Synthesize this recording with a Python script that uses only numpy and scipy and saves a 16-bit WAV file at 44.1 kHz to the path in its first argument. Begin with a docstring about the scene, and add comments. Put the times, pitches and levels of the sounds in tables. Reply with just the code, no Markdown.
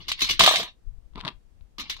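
"""A parrot scrapes and taps a coin along the slot of a tin coin bank; it drops in, bounces and rattles to rest.
The beak then picks the next coin off a plastic tub lid, and taps and scrapes it on the tin.
Throughout, a faint draught buffets the left microphone port of a small camera over its hiss.
Tin and lid are banks of decaying modes set off by single blows and streams of tiny contacts;
draught and hiss are coloured noise, and the room is a short tail of decaying noise."""
import sys
import numpy as np
from scipy import signal
from scipy.fft import rfft, irfft
from scipy.io import wavfile
from scipy.ndimage import uniform_filter1d

SR = 44100
rng = np.random.default_rng(int(sys.argv[2]) if len(sys.argv) > 2 else 0)


def wav_record(signal):
    """Record a signal, one row per channel, as 16-bit PCM in the file named by sys.argv[1]."""
    frames = np.transpose(np.atleast_2d(signal))
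    bounded = np.clip(frames, -1, 1)
    # unit amplitude maps onto the largest positive 16-bit level
    quanta = np.round(bounded * 32767).astype(np.int16)
    wavfile.write(sys.argv[1], SR, quanta)


def how_loud(loudness_db):
    """Turn decibels into a plain amplitude multiplier (0 dB gives 1, 20 dB gives 10)."""
    steps = np.asarray(loudness_db, float) / 20
    return 10 ** steps


N = 88200

DULL_HZ = 5532  # soft contacts lose treble above this; modes below it die fast where a ring has a knock

# Decay of the low thumps of tin and lid. Each row: frequency in Hz, T60 in seconds.
THUMP_DECAY = [(70, .09), (400, .035)]


def at(table, hz, col=1):
    """Read a table column at the given frequencies, on a log-frequency axis."""
    rows = np.array(table, float)
    return np.interp(np.log(hz), np.log(rows[:, 0]), rows[:, col])


def coloured(table):
    """Noise of rms 1 whose spectrum follows the table."""
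    hz = np.maximum(np.fft.rfftfreq(N, 1 / SR), 1)
    gain = how_loud(at(table, hz)) * (hz > table[0][0] / 2)
    noise = irfft(rfft(rng.standard_normal(N)) * gain, N)
    return noise / np.sqrt(np.mean(noise ** 2))


def hiss():
    """Steady microphone hiss, independent on the two ports and falling towards the treble."""
    # Hiss spectrum. Each row: frequency in Hz, relative density in dB per Hz.
    hiss_colour = [(40, -8), (80, -14), (170, -15.5), (1400, -36), (8000, -45), (15600, -54)]
    hiss_db = -64  # rms
    return how_loud(hiss_db) * np.array([coloured(hiss_colour), coloured(hiss_colour)])


def draught():
    """Gusty low buffeting by moving air, nearly all on the left port."""
    # Strength of the draught. Each row: time in seconds, left level in dB before the gusts.
    draught_level = [(0, -43), (.42, -43), (.835, -59), (0.866, -34.5), (.98, -38.5), (1.02, -46.5),
                     (1.1, -42), (1.2, -41.5), (1.31, -58), (1.351, -38), (1.41, -54.5), (1.59, -47.5),
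                     (1.624, -32), (1.661, -54.5), (2.0, -47.5)]
    # Buffeting spectrum. Each row: frequency in Hz, relative density in dB per Hz.
    draught_colour = [(12, -2), (28, 4.5), (50, 1), (90, -9.5), (160, -25), (300, -69.5)]
    right_db, gust_db = -29.5, 2.5  # right port relative to left; gust spread before smoothing

    s, db = np.array(draught_level).T
    hold = int(SR / 25)  # a new gust value 25 times a second
    gust = np.repeat(rng.standard_normal(N // hold + 1), hold)
    gust = uniform_filter1d(gust, hold)[:N]
    envelope = how_loud(np.interp(np.arange(N) / SR, s, db) + gust_db * gust)
    return envelope * np.array([coloured(draught_colour), how_loud(right_db) * coloured(draught_colour)])


def room(x):
    """A short, dull diffuse tail from a soft-furnished room: decaying noise convolved with the sound."""
    t60_s, build_s = .16, .0029
    tail_db, top_hz = -14.5, 5240  # tail energy before its treble is cut
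    alike_hz = 1000  # bass below this reaches both ports alike

    t = np.arange(SR // 2) / SR
    tail = rng.standard_normal((2, len(t))) * np.exp(-np.log(1000) * t / t60_s)
    tail = tail * np.minimum(t / build_s, 1)
    alike = signal.lfilter(*signal.butter(2, alike_hz, fs=SR), tail[0] - tail[1])
    tail = np.array([tail[0], tail[1] + alike])
    tail = tail / np.sqrt((tail ** 2).sum(axis=1))[:, None]
    tail = signal.lfilter(*signal.butter(2, top_hz, fs=SR), tail)
    return how_loud(tail_db) * signal.fftconvolve(x, tail, axes=1)[:, :N]


def rings(colour, decay, balance, count, lines=(), spots=8, snap=0., ring_db=0., rise_s=0.00024):
    """Left and right ring of an object at several spots: a sum of decaying modes, mean energy 1 per port.

    More snap makes the modes start more in step. lines are single strong modes."""
    # Phase between the ports. Each row: frequency in Hz, left lead in radians,
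    # random spread of the lead in radians (narrowed by snap).
    port_phase = [(100, -0.95, 0.082), (1000, -0.23, .1), (1300, -2, 1.2), (2463, -2, 0.83),
                  (3383, -2.5, 2.2), (4644, -7.5, 3.2)]
    line_db, line_t60_s = -4.5, .055  # strongest line relative to the largest dense mode
    knock_s = .0043  # the struck spot dies this fast; the whole object rings on at ring_db
    patchy_db, neighbours = 3.2, 15  # each spot favours other groups of neighbouring modes

    # Dense modes, spread evenly in log frequency
    place = (np.arange(count) + rng.random(count)) / count
    hz = colour[0][0] * (colour[-1][0] / colour[0][0]) ** place
    t60 = at(decay, hz)
    size = how_loud(at(colour, hz)) * np.sqrt(hz / t60)
    if len(lines):
        line_hz, level = np.array(lines, float).T
        size = np.r_[size, size.max() * how_loud(level - level.max() + line_db)]
        hz = np.r_[hz, line_hz]
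        t60 = np.r_[t60, line_t60_s + 0 * line_hz]

    t = np.arange(7000) / SR
    wave = np.exp(np.outer(2j * np.pi * hz - np.log(1000) / t60, t))
    rest = how_loud(ring_db * (hz < DULL_HZ))[:, None]
    wave = wave * (rest + (1 - rest) * np.exp(-(t / knock_s) ** 2))

    # How strongly each spot drives each mode
    group = uniform_filter1d(rng.standard_normal((spots, len(hz))), size=neighbours) * np.sqrt(neighbours)
    patches = how_loud(patchy_db * (group - group.mean(axis=0)))
    drive = size * (snap + rng.standard_normal((spots, len(hz)))) * patches

    spread = at(port_phase, hz, col=2) / (1 + snap)
    lead = at(port_phase, hz) + spread * rng.standard_normal((spots, len(hz)))
    side = how_loud(at(balance, hz) / 2)
    left = (drive * side * np.exp(.5j * lead)) @ wave
    right = (drive / side * np.exp(-.5j * lead)) @ wave
    out = np.array([left, right]).imag * np.minimum(t / rise_s, 1)
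    return out / np.sqrt((out ** 2).sum(axis=2).mean(axis=0))[:, None]


def strike(ring, s, size, spot):
    """Set off the ring of the given spot at each time s, by convolving it with impulses."""
    train = np.zeros((ring.shape[1], N))
    sample = np.clip((s * SR).astype(int), 0, N - 1)
    np.add.at(train, (spot % len(train), sample), size)
    return signal.fftconvolve(ring, train[None], axes=2)[..., :N].sum(axis=1)


def peak_one(ring):
    """Scale each spot's ring to peak 1, averaged over the ports."""
    return ring / np.abs(ring).max(axis=2).mean(axis=0)[:, None]


def blows(high, low, table):
    """Single hits, each on the next spot, heard in the bright and the hollow ring."""
    s, db, low_rel = np.array(table, float).T
    spot = np.arange(len(s))
    return strike(peak_one(high), s, how_loud(db), spot) + strike(peak_one(low), s, how_loud(db + low_rel), spot)


def chatter(high, low, thump, curves, per_s, scatter_db, firm_db):
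    """A friction stream of tiny uneven contacts at random times; those softer than firm_db lose treble."""
    spot_s = .018  # the contact stays this long at a spot
    dull_db_per_db = 1.74  # loss of treble per dB below firm

    dull = signal.lfilter(*signal.butter(4, DULL_HZ, fs=SR), high)
    draw = rng.random((4000, 3))
    s = np.cumsum(-np.log(draw[:, 0])) / per_s
    even = np.sign(draw[:, 2] - .5) * np.sqrt(SR / per_s)  # equal pushes of either sign
    size = how_loud(scatter_db * -np.log(draw[:, 1]))
    uneven = even * size / np.sqrt(np.mean(size ** 2))
    spot = (s / spot_s).astype(int)

    out = np.zeros((2, N))
    for curve in curves:
        time, high_db, low_rel, thump_rel = np.array(curve, float).T
        on = (s > time[0]) & (s < time[-1])
        when, where = s[on], spot[on]
        db = np.interp(when, time, high_db)
        firm = how_loud(dull_db_per_db * np.minimum(db - firm_db, 0))
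        out += strike(high, when, firm * uneven[on] * how_loud(db), where)
        out += strike(dull, when, (1 - firm) * uneven[on] * how_loud(db), where)
        low_db = db + np.interp(when, time, low_rel)
        out += strike(low, when, uneven[on] * how_loud(low_db), where)
        thump_db = db + np.interp(when, time, thump_rel)
        out += strike(thump, when, even[on] * how_loud(thump_db), where)
    return out


def tub():
    """Beak and coin click and drag on the plastic lid, whose panel sounds and flexes below the clicks."""
    # Beak and coin clicks. Each row: time in seconds, click peak in dB, panel relative to click in dB.
    tub_clicks = [(1.136, -56.5, 2.5), (1.1575, -29, -10), (1.1793, -32, -0.5), (1.2049, -27.5, -15.5),
                  (1.2109, -23, -29), (1.2503, -20, -11), (1.2558, -24, -28), (1.2723, -24, -2),
                  (1.2788, -14.5, -11), (1.2876, -21, -14), (1.61, -50.5, -12)]
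    # Coin dragged on the lid, one list per drag. Each row: time in seconds, click level in dB,
    # panel relative to click in dB, thump relative to click in dB.
    tub_drag = [
        [(1.152, -59.5, 1, 22.5), (1.185, -47, 7, 5.5), (1.205, -44.5, -19, -49), (1.235, -67, 18.5, 27.5),
         (1.255, -46, 5, 7.5), (1.285, -41.5, -2.5, -11.5), (1.31, -48.5, -2, 0), (1.34, -78, 1, -13)],
    ]
    # Spectra of click, hollow panel and lid flexing under the beak.
    # Each row: frequency in Hz, relative density in dB per Hz.
    click_colour = [(1350, 3.5), (2600, 12), (3700, 8.5), (4700, -9.5), (5500, -20), (9000, -29.5),
                    (15600, -42.5)]
    panel_colour = [(380, 6.5), (480, -29), (640, 9), (800, -16), (1040, 11.5), (1450, -12)]
    flex_colour = [(60, 0), (110, -14), (200, 9), (270, -15), (380, -6.5)]
    # Decay of the plastic. Each row: frequency in Hz, T60 in seconds.
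    tub_decay = [(300, 0.049), (1000, 0.033), (3500, 0.013), (15000, 0.02)]
    # Stereo place of the tub. Each row: frequency in Hz, left over right in dB.
    tub_balance = [(100, 11), (400, 0.5), (1300, -2.5), (2400, 1.5), (4400, 16.5), (8100, -33),
                   (15000, -21)]

    click = rings(click_colour, tub_decay, tub_balance, count=120, snap=0.99)
    panel = rings(panel_colour, tub_decay, tub_balance, count=30, snap=0.43)
    thump = rings(flex_colour, THUMP_DECAY, tub_balance, count=20)
    drag = chatter(click, panel, thump, tub_drag, per_s=1300, scatter_db=2.5, firm_db=-45.5)
    return blows(click, panel, tub_clicks) + drag


def tin():
    """The coin sets off the tin's modes: taps and scrapes at the slot, bounces and rattle inside."""
    # Coin tapping the slot from outside. Each row: time in seconds, shell peak in dB,
    # wall relative to shell in dB.
    slot_taps = [(0.0815, -22, -49), (0.0922, -21, -14), (0.0982, -22, -16), (0.2069, -17.5, -36),
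                 (0.2427, -19, -26), (0.2512, -25, -29), (0.2905, -14, -55), (0.2954, -10.5, -17.5),
                 (0.3079, -11.5, -34.5), (1.7825, -27.5, -13.5), (1.7966, -25.5, -19), (1.8965, -19, -21),
                 (1.9003, -19.5, -17.5), (1.9646, -33.5, -14)]
    # Coin held in the beak scraping the slot, one list per scrape. Each row: time in seconds,
    # shell level in dB, wall relative to shell in dB, thump relative to shell in dB.
    slot_scrape = [
        [(0, -36, -14, -11.5), (.045, -54.5, -19, -18), (.078, -50.5, -15, -7), (.084, -30.5, -16.5, -19),
         (.125, -33.5, -17, -48), (.155, -52, -27, -8), (.185, -35.5, -20, -58), (.216, -19.5, -21.5, -22),
         (.235, -29, -13.5, -14.5), (.28, -30, -19.5, -46), (.3, -26, -17.5, -10.5), (.34, -31.5, -21, -21.5),
         (.38, -46, -46, -23.5)],
        [(1.78, -34.5, -10, -9), (1.805, -30.5, -15, -18), (1.845, -44, -12.5, -9.5),
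         (1.892, -47.5, -14.5, -19), (1.905, -32, -18, -24), (1.94, -33.5, -28.5, -37), (1.96, -53, -14, -14),
         (2.0, -50.5, -5, -15)],
    ]
    # Coin bouncing inside. Each row: time in seconds, shell peak in dB, hollow body relative to shell in dB.
    bounces = [(0.3933, -3, -24.5), (0.3975, -6, -18.5), (0.4068, -1.5, -3), (0.4362, -3.5, -19.5),
               (0.4434, -11, -16), (0.4614, -1.5, -10.5), (0.4755, -3, -0.5), (0.4804, -9, -10.5),
               (0.5109, -13.5, -3.5), (0.5381, -16, -3.5), (0.5573, -8.5, -21), (0.5994, -21, -6),
               (0.6284, -21, -15)]
    # Coin rattling to rest inside, one list per rattle. Each row: time in seconds, shell level in dB,
    # body relative to shell in dB, thump relative to shell in dB.
    rattle = [
        [(.392, -20, -6.5, -7), (.43, -17.5, -11, -18.5), (.49, -23.5, -7.5, -42), (.56, -21, -11, -29),
         (.62, -31, -10.5, -9), (.66, -36.5, -11, -23.5), (.7, -52.5, -10, -45), (.73, -83, -26, -18)],
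    ]
    # Strongest single modes of the tin. Each row: frequency in Hz, relative level in dB.
    tin_modes = [(668, -36), (743, -35.5), (985, -30.5), (1190, -35), (3000, -42), (3310, -41.5),
                 (3600, -44), (4400, -40.5)]
    # Spectra of the dense modes round the slot, those of the whole shell, the wall, the hollow body
    # and the tin rocking on the lid. Each row: frequency in Hz, relative density in dB per Hz.
    slot_colour = [(1350, -12.5), (1800, -9.5), (2320, 0), (2600, -3.5), (3670, 2.5), (5000, -3),
                   (6100, -13), (8200, -27), (15600, -34)]
    shell_colour = [(1350, -14), (1900, -5.5), (2600, -4.5), (3650, 4), (4500, -6), (5900, -14),
                    (11000, -33), (15600, -33)]
    wall_colour = [(330, -14.5), (600, -29), (900, -9.5), (1130, 5), (1450, -24)]
    body_colour = [(330, -19.5), (520, -13), (700, -0.5), (850, -12), (1100, 7), (1450, -13.5)]
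    rock_colour = [(50, -1), (400, -3.5)]
    # Decay of the dense modes. Each row: frequency in Hz, T60 in seconds.
    tin_decay = [(300, 0.03), (1000, 0.014), (3500, 0.12), (15000, .025)]
    # Stereo place of the tin. Each row: frequency in Hz, left over right in dB.
    tin_balance = [(100, 4.5), (700, -1.5), (2400, 3), (4400, -0.2), (6500, -5), (8100, -11), (15000, -20)]
    rise_s = .0015  # the coin skids, so a blow on the tin builds briefly
    bright = dict(count=440, snap=0.16, ring_db=-5, rise_s=rise_s)
    friction = dict(per_s=800, scatter_db=2.6, firm_db=-31)

    modes = np.array(tin_modes, float)
    is_high = modes[:, 0] > body_colour[-1][0]
    shell = rings(shell_colour, tin_decay, tin_balance, lines=modes[is_high], **bright)
    slot = rings(slot_colour, tin_decay, tin_balance, lines=modes[is_high], **bright)
    body = rings(body_colour, tin_decay, tin_balance, count=40, lines=modes[~is_high],
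                 snap=0.58, rise_s=rise_s)
    wall = rings(wall_colour, tin_decay, tin_balance, count=40)
    thump = rings(rock_colour, THUMP_DECAY, tin_balance, count=20)

    outside = blows(slot, wall, slot_taps) + chatter(slot, wall, thump, slot_scrape, **friction)
    inside = blows(shell, body, bounces) + chatter(shell, body, thump, rattle, **friction)
    return outside + inside


def scene():
    """Tin and tub with their room tail, over draught and hiss."""
    near = tin() + tub()
    return hiss() + draught() + room(near) + near


def band_limit(x):
    """A steep low-pass at the top of the band."""
    return signal.sosfilt(signal.butter(12, 15690, fs=SR, output="sos"), x)


def record(dry):
    """The camera rounds the loudest peaks and cuts the top."""
    drive, top_hz = .6, 15700
    rounded = np.tanh(drive * dry) / drive
    top_cut = signal.ellip(8, .2, 70, top_hz, fs=SR, output="sos")
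    mix = signal.sosfilt(top_cut, rounded)
    return band_limit(mix)


dry = scene()
out = record(dry)
wav_record(out)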